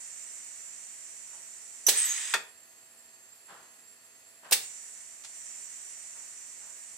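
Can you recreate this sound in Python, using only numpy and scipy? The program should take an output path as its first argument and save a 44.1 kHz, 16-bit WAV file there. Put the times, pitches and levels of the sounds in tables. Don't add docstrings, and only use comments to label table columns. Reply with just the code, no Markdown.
import sys
import numpy as np
from scipy import signal
from scipy.fft import irfft
from scipy.io import wavfile
from scipy.ndimage import map_coordinates

SR = 44100
rng = np.random.default_rng(int(sys.argv[2]) if len(sys.argv) > 2 else 0)


def bounce(signal):
    frames = np.transpose(np.atleast_2d(signal))
    limited = np.clip(frames, -1, 1)
    pcm = np.round(limited * 32767).astype(np.int16)
    wavfile.write(sys.argv[1], SR, pcm)


N = 307377
TIME, BINS = np.arange(N) / SR, np.fft.rfftfreq(N, 1 / SR)

# start and stop in seconds, level in dB,
# rise in seconds, sag in dB per second.
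FEED_FLOWS = [(0.0, 1.865, -45.5, 0.0027, 2), (4.58, 5.6, -44, 0.023, 11.5), (5.22, 7.0, -44.5, 0.12, 2.5)]
VENT_FLOWS = [(1.9, 2.326, -36.5, .02, 13)]
# frequency in Hz, gain in dB.
FEED_EQ = [(300, -40.5), (1100, -22), (1550, -18), (1950, -11), (2600, -17), (3700, -22), (5200, -17.5),
           (6700, -14), (7300, 0), (8000, -4), (9000, -12.5), (10000, -25), (12000, -34), (16000, -47)]
ROOM_TONE_EQ = [(25, -41), (60, -6), (130, -6.5), (400, 0), (700, 0.5), (1300, 0), (2500, 0), (3600, -3),
                (6000, -1), (9500, -0.5), (12000, -8), (14300, -6), (16000, -21)]
PUFF_EQ = [(59, -64), (100, -28), (185, -7.5), (266, -23), (294, -13), (822, -0.5), (1720, -2), (2110, -11),
           (2780, -10), (6000, -22), (7800, -52), (13200, -120)]
JOLT_EQ = [(30, -34), (100, -22), (190, -12.5), (290, -15), (410, -1.5), (540, 0), (720, 0.5), (1000, -9),
           (1600, -12.5), (3000, -24)]
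CLICK_EQ = [(200, -47), (1200, -12), (2500, -2), (4500, -0.5), (7000, 4.5), (9000, 3), (11000, 9.5),
            (13500, 3), (16000, -8)]
BLAST_EQ = [(120, -53), (400, -30), (1100, -16), (1500, -9), (2000, -3), (2800, -3), (4000, 3), (5400, -1),
            (6800, 0), (8600, 1.5), (10500, -2.5), (13000, -5.5), (15000, -8), (16000, 0.5)]
VENT_EQ = [(90, -53), (200, -34), (500, -28.5), (900, -19.5), (1400, -12), (1900, -12), (2600, -7.5),
           (3600, -6), (4400, -12.5), (5400, -7.5), (7900, 1), (9200, -6), (10800, -19), (16000, -22)]
KNOCK_EQ = [(60, -42), (160, -20), (600, -16), (1100, -1), (1500, 1.5), (2100, -5), (2600, -14), (3100, -6),
            (4000, -10.5), (8500, -7), (11000, -22), (16000, -45.5)]
TICK_EQ = [(200, -33), (700, -8), (3000, 0), (5500, 1), (7500, 3), (11000, -13), (16000, -30)]
# centre in Hz, width in Hz, gain in dB.
THROTTLE_PEAKS = [(4300, 42, -22), (5404, 47, -8), (5940, 165, -2), (6470, 124, -4), (6900, 66, 1),
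                  (7050, 74, -5), (7280, 45, -6), (7320, 160, -4.5), (7600, 60, -0.5), (8000, 47, -4),
                  (8290, 40, 3), (8550, 60, 0.5), (8950, 45, -20), (9300, 78, -11), (10770, 130, -22),
                  (14050, 89, -19)]
LEAK_PEAKS = [(2580, 150, -19.5), (4436, 170, -14.5), (7402, 55, -1.5), (7450, 320, -10.5), (8100, 74, -18),
              (8850, 210, -19), (9590, 120, -29), (10840, 310, -16.5), (14000, 170, -23)]
BLAST_PEAKS = [(1850, 140, -1), (2710, 150, 2.5), (4390, 58, 4.5), (5260, 110, 8), (5860, 36, -12),
               (7900, 200, 9.5), (8200, 53, 8), (9070, 79, 8), (9740, 100, 5), (13550, 80, 8.5)]
VENT_PEAKS = [(1946, 290, -3), (2480, 180, -9), (5120, 150, -4.5), (6520, 60, 0), (7160, 68, 3.5),
              (7750, 180, 3), (8320, 60, 5), (8470, 62, -2), (9300, 83, -1)]
KNOCK_PEAKS = [(930, 40, -3.5), (1460, 120, 2.5), (1830, 190, 2.5), (2480, 170, 2.5), (3490, 210, -2),
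               (4530, 230, -4.5), (6660, 120, -7)]
# pitch in Hz, level in dB, left lead in radians.
FAN_TONES = [(124, -91.5, 0.14), (236.4, -82.5, 0.35), (440, -93.5, 0.26), (661, -76.5, 0.95),
             (1680, -83, 0.8), (1788, -74, 1.4), (1963, -72, 2.08)]
# start in seconds, level in dB, rise and fall in seconds.
AIR_PUFFS = [(1.31, -61, 0.038, 0.45), (3.474, -51, 0.032, 0.74), (4.42, -51, 0.037, 0.49),
             (6.14, -63, 0.028, 0.68), (6.6, -63, 0.031, 1)]
METAL_CLICKS = [(1.866, -26, 0.0015, 0.12), (2.3392, -31, 0.0013, .025), (4.5106, -26, 0.00065, 0.049)]
PISTON_KNOCKS = [(2.3375, -18, 0.0014, 0.085), (2.35, -42.5, 0.0057, 0.32)]
FITTING_TICKS = [(5.236, -48, .002, 0.086), (5.2465, -44, 0.0016, 0.073)]
# start in seconds, level in dB, rise and fall in seconds, bench send in dB.
FRAME_JOLTS = [(1.865, -44.5, .001, 0.037, -7), (1.8851, -28, 0.00099, 0.056, -2),
               (1.921, -42, 0.0024, 0.052, -2), (2.349, -39, 0.001, 0.19, -6),
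               (4.5109, -44, 0.0019, 0.078, -4), (4.5212, -26.5, 0.00063, 0.028, 2.5)]
# pitch in Hz, level in dB, fall in seconds.
BENCH_RING = [(249.5, -48.5, .21), (426.4, -40, 0.2)]
# start in seconds, level in dB, swell and fall in seconds,
# bleed level in dB, bleed fall in seconds.
VALVE_BLASTS = [(1.8848, -15, .006, 0.092, -31.5, 0.64), (4.5212, -14, 0.0082, 0.07, -28.5, 0.27)]
# start and length in seconds, pitch in Hz, scoop from below in Hz,
# sag in Hz per second, level in dB.
EDGE_TONES = [(1.965, 0.096, 8760, 1300, 9520, -23), (2.044, .045, 12050, 0, 3500, -37.5),
              (2.086, 0.039, 6720, -2, 6000, -30), (2.09, .04, 13100, 0, 4500, -52),
              (2.135, .042, 6580, 0, 800, -37.5), (2.17, 0.019, 8230, 4, 800, -36)]
# frequency in Hz, left-right likeness 0-1.
CLOSE = [(30, 0.71), (400, 0.99), (900, 0.95), (1800, 0.76), (4000, 0.27), (7500, 0.8), (16000, 0.34)]
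SCATTERED = [(30, 1), (250, 0.98), (600, 0.51), (1200, 0.25), (2500, 0.016), (5000, 0.027), (7500, 0.26),
             (16000, 0.089)]
# frequency in Hz, left lead in radians.
LEFT_LEAD = [(30, 0.11), (2000, 0.046), (5500, -0.25), (7500, 1.44), (10000, 1.6), (16000, 1.1)]
# frequency in Hz, left minus right in dB.
PAN = [(30, 9), (600, 1), (2000, 0), (4500, -2), (7400, -6), (9000, -5), (12000, -1)]
# frequency in Hz, fall in seconds.
REVERB_FALL = [(100, 0.59), (400, 0.36), (1500, 0.34), (4000, 0.32), (8000, 0.25), (15000, 0.18)]


def gain_of(db):
    return 10 ** (np.asarray(db) / 20)


def curve(points, hz=BINS):
    f, value = np.transpose(points)
    return np.interp(np.log(hz + 1), np.log(f + 1), value)


def drift(per_s):
    knots = rng.standard_normal(N // 8)
    wander = map_coordinates(knots, [TIME * per_s], order=3, mode="wrap")
    return wander / np.sqrt(np.mean(wander ** 2) + 1e-20)


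def peaks(modes):
    return np.sqrt(sum(gain_of(db) ** 2 / (1 + ((BINS - hz) / (.75 * width)) ** 2) ** 2
                       for hz, width, db in modes))


def ripple(width_hz, depth_db):
    knots = rng.standard_normal(4000)
    treble = BINS ** 2 / (BINS ** 2 + 3000 ** 2)
    return gain_of(depth_db * treble * map_coordinates(knots, [BINS / width_hz], order=1, mode="wrap"))


def spread(hz, bass_hz=400):
    return hz ** 2 / (hz ** 2 + bass_hz ** 2)


def likeness(image, hz=BINS):
    return 1 - (1 - np.clip(curve(image, hz), 0, 1)) * spread(hz)


def stereo_noise(shape, image, side=1):
    a, b, c, d = rng.standard_normal((4, len(BINS)))
    same, left = likeness(image), a + 1j * b
    right = same * left + np.sqrt(1 - same ** 2) * (c + 1j * d)
    right *= np.exp(-1j * curve(LEFT_LEAD) * spread(BINS))
    tilt = gain_of(side * curve(PAN) * spread(BINS) / 2)
    both = irfft(np.array([left * tilt, right / tilt]) * shape, N)
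    return both / np.std(both.mean(0))


def phase_of(hz):
    return 2 * np.pi * np.cumsum(hz) / SR


def stereo_tone(phase, lead):
    return np.sqrt(2) * np.sin([phase + lead / 2, phase - lead / 2])


def since(start):
    return np.maximum(TIME - start, 0)


def settle(start, lag_s):
    return np.exp(-np.minimum(since(start) / lag_s, 60))


def bursts(rows):
    return sum(np.clip((TIME - start) / rise, 0, 1)
               * gain_of(db - 60 * np.clip((TIME - start - rise) / fall, 0, 4))
               for start, db, rise, fall in rows)


def flow(start, stop, db, rise_s, sag_db_per_s, shut_s):
    return (1 - settle(start, rise_s)) * gain_of(db - sag_db_per_s * since(start)) * settle(stop, shut_s)


def flows(rows, shut_s):
    return np.sqrt(sum(flow(*row, shut_s) ** 2 for row in rows))


def body_response(eq, size=4096):
    log_gain = np.log(gain_of(curve(eq, abs(np.fft.fftfreq(size, 1 / SR)))))
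    response = np.fft.ifft(np.exp(np.conj(signal.hilbert(log_gain)))).real[:size // 2]
    return response / np.linalg.norm(response)


def feed():
    hiss = gain_of(curve(FEED_EQ) - .5) * ripple(width_hz=35, depth_db=5.5)
    shape = np.hypot(hiss, peaks(THROTTLE_PEAKS))
    return gain_of(-.5) * flows(FEED_FLOWS, shut_s=.017) * stereo_noise(shape, SCATTERED, side=1.11)


def leak(whine_hz=6483, throb_db=12, crest_s=3.205, period_s=.478):
    shape = peaks(LEAK_PEAKS) * ripple(width_hz=25, depth_db=9.5)
    song = gain_of(-59) * stereo_noise(shape, CLOSE, side=1.3)
    whine = stereo_tone(phase_of(whine_hz + 3 * drift(8)), lead=1.8)
    throb = gain_of(-throb_db * np.sin(np.pi * (TIME - crest_s) / period_s) ** 2)
    pause = (1 - settle(2.45, lag_s=.05)) * settle(4.5, lag_s=.05)
    return song + gain_of(-66) * pause * throb * whine


def workshop():
    bed = gain_of(-63) * stereo_noise(gain_of(curve(ROOM_TONE_EQ)), SCATTERED, side=.29)
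    for hz, db, lead in FAN_TONES:
        phase = phase_of(hz + 1.58 * drift(12))
        bed += gain_of(db + drift(6)) * stereo_tone(phase, lead)
    return bed


def puffs():
    return bursts(AIR_PUFFS) * stereo_noise(gain_of(curve(PUFF_EQ)), SCATTERED, side=-.5)


def jolts(push_db=-1.5, rattle_db=-7):
    on_frame, on_bench = np.zeros((2, N))
    for start, db, _, fall, bench_db in FRAME_JOLTS:
        push = gain_of(db + push_db) * np.sqrt(fall * SR / np.log(10 ** 6))
        at = round(start * SR)
        on_frame[at], on_bench[at] = push, push * gain_of(bench_db)
    rattle = gain_of(rattle_db) * bursts([row[:-1] for row in FRAME_JOLTS]) * rng.standard_normal(N)
    t = TIME[:SR // 2]
    bench = sum(gain_of(db - 60 * t / fall) * np.cos(2 * np.pi * hz * t) for hz, db, fall in BENCH_RING)
    thud = signal.oaconvolve(on_frame + rattle, body_response(JOLT_EQ))[:N]
    ring = signal.oaconvolve(on_bench, bench)[:N]
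    return (thud + ring) * gain_of([[-.9], [.9]])


def squeak(start=1.8657, port_hz=6060, scoop_hz=260, jitter_hz=100):
    hz = port_hz - scoop_hz * settle(start, lag_s=.006)
    phase = phase_of(hz + jitter_hz * drift(1200))
    flutter = gain_of(.7 * drift(1200))
    chirp, port_ring = (start, -13, .0027, .027), (start, -26, .018, .14)
    octave = gain_of(-9) * stereo_tone(2 * phase, lead=drift(600))
    note = stereo_tone(phase, lead=.8 * drift(400))
    return bursts([chirp, port_ring]) * flutter * (note + octave) * gain_of([[-2.5], [2]])


def clicks():
    return bursts(METAL_CLICKS) * stereo_noise(gain_of(curve(CLICK_EQ)), CLOSE, side=.65)


def valve(crack_share=.29, crack_s=.00042):
    rush, bleed = 0, 0
    for start, db, swell, fall, bleed_db, bleed_fall in VALVE_BLASTS:
        crack = crack_share * (1 - settle(start, crack_s))
        swing = (1 - crack_share) * np.minimum(since(start) / swell, 1)
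        rush += gain_of(db) * (crack + swing) * settle(start + swell, fall / np.log(1000))
        bleed += bursts([(start + swell, bleed_db, swell, bleed_fall)])
    jet = gain_of(curve(BLAST_EQ))
    blast = rush * stereo_noise(np.hypot(jet, peaks(BLAST_PEAKS)), CLOSE, side=.76)
    return blast + bleed * stereo_noise(jet, SCATTERED, side=.22)


def vent(muffler_hz=11000):
    shape = np.hypot(gain_of(curve(VENT_EQ)), gain_of(.5) * peaks(VENT_PEAKS))
    shape *= ripple(width_hz=60, depth_db=4.5) / np.hypot(1, (BINS / muffler_hz) ** 2)
    envelope = flows(VENT_FLOWS, shut_s=.04) * gain_of(4 + .24 * drift(120))
    return envelope * stereo_noise(shape, CLOSE, side=.74)


def whistles(jitter_hz=110, flutter_db=2.6, scoop_s=.01, shut_s=.0084):
    wobble = phase_of(jitter_hz * drift(700))
    flutter = gain_of(flutter_db * drift(700))
    lead = 1.65 + .53 * drift(200)
    out = np.zeros((2, N))
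    for start, length, top_hz, scoop_hz, sag_hz_per_s, db in EDGE_TONES:
        envelope = flow(start, start + length, db, rise_s=.0062, sag_db_per_s=72, shut_s=shut_s)
        on = (TIME > start) & (TIME < start + length + 10 * shut_s)
        t = TIME[on] - start
        hz = top_hz - scoop_hz * np.exp(-t / scoop_s) - sag_hz_per_s * np.minimum(t, length)
        out[:, on] += envelope[on] * flutter[on] * stereo_tone(phase_of(hz) + wobble[on], lead[on])
    return out * gain_of([[-1], [1]])


def knock():
    shape = np.hypot(gain_of(curve(KNOCK_EQ)), gain_of(6.5) * peaks(KNOCK_PEAKS))
    return bursts(PISTON_KNOCKS) * stereo_noise(shape, CLOSE, side=.47)


def ticks():
    return bursts(FITTING_TICKS) * stereo_noise(gain_of(curve(TICK_EQ)), CLOSE)


def reverb(send):
    count = SR // 2 // 16
    taps = np.zeros((2, SR))
    at = 220 + 16 * np.arange(count) + rng.integers(0, 16, (2, count))
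    np.put_along_axis(taps, at, rng.choice([-1., 1.], at.shape), 1)
    hz, t, bands = signal.stft(taps, SR, nperseg=256)
    same = likeness(SCATTERED, hz)[:, None]
    bands[1] = same * bands[0] + np.sqrt(1 - same ** 2) * bands[1]
    decay = gain_of(-60 * t / curve(REVERB_FALL, hz)[:, None])
    tail = signal.istft(bands * decay, SR, nperseg=256)[1]
    return signal.fftconvolve(send, tail / np.linalg.norm(tail[0]), axes=1)[:, :N]


def scene():
    air = squeak() + valve() + vent() + whistles()
    frame = clicks() + jolts() + ticks()
    piston = knock()
    echoes = reverb(gain_of(-11) * air + gain_of(-8) * frame + gain_of(-13) * piston)
    return air + frame + piston + echoes + feed() + leak() + workshop() + puffs()


def record(dry):
    high_cut = signal.firwin(511, 15900, window=("kaiser", 9), fs=SR)
    return signal.oaconvolve(dry, high_cut[None], "same")


dry = scene()
out = record(dry)
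bounce(out)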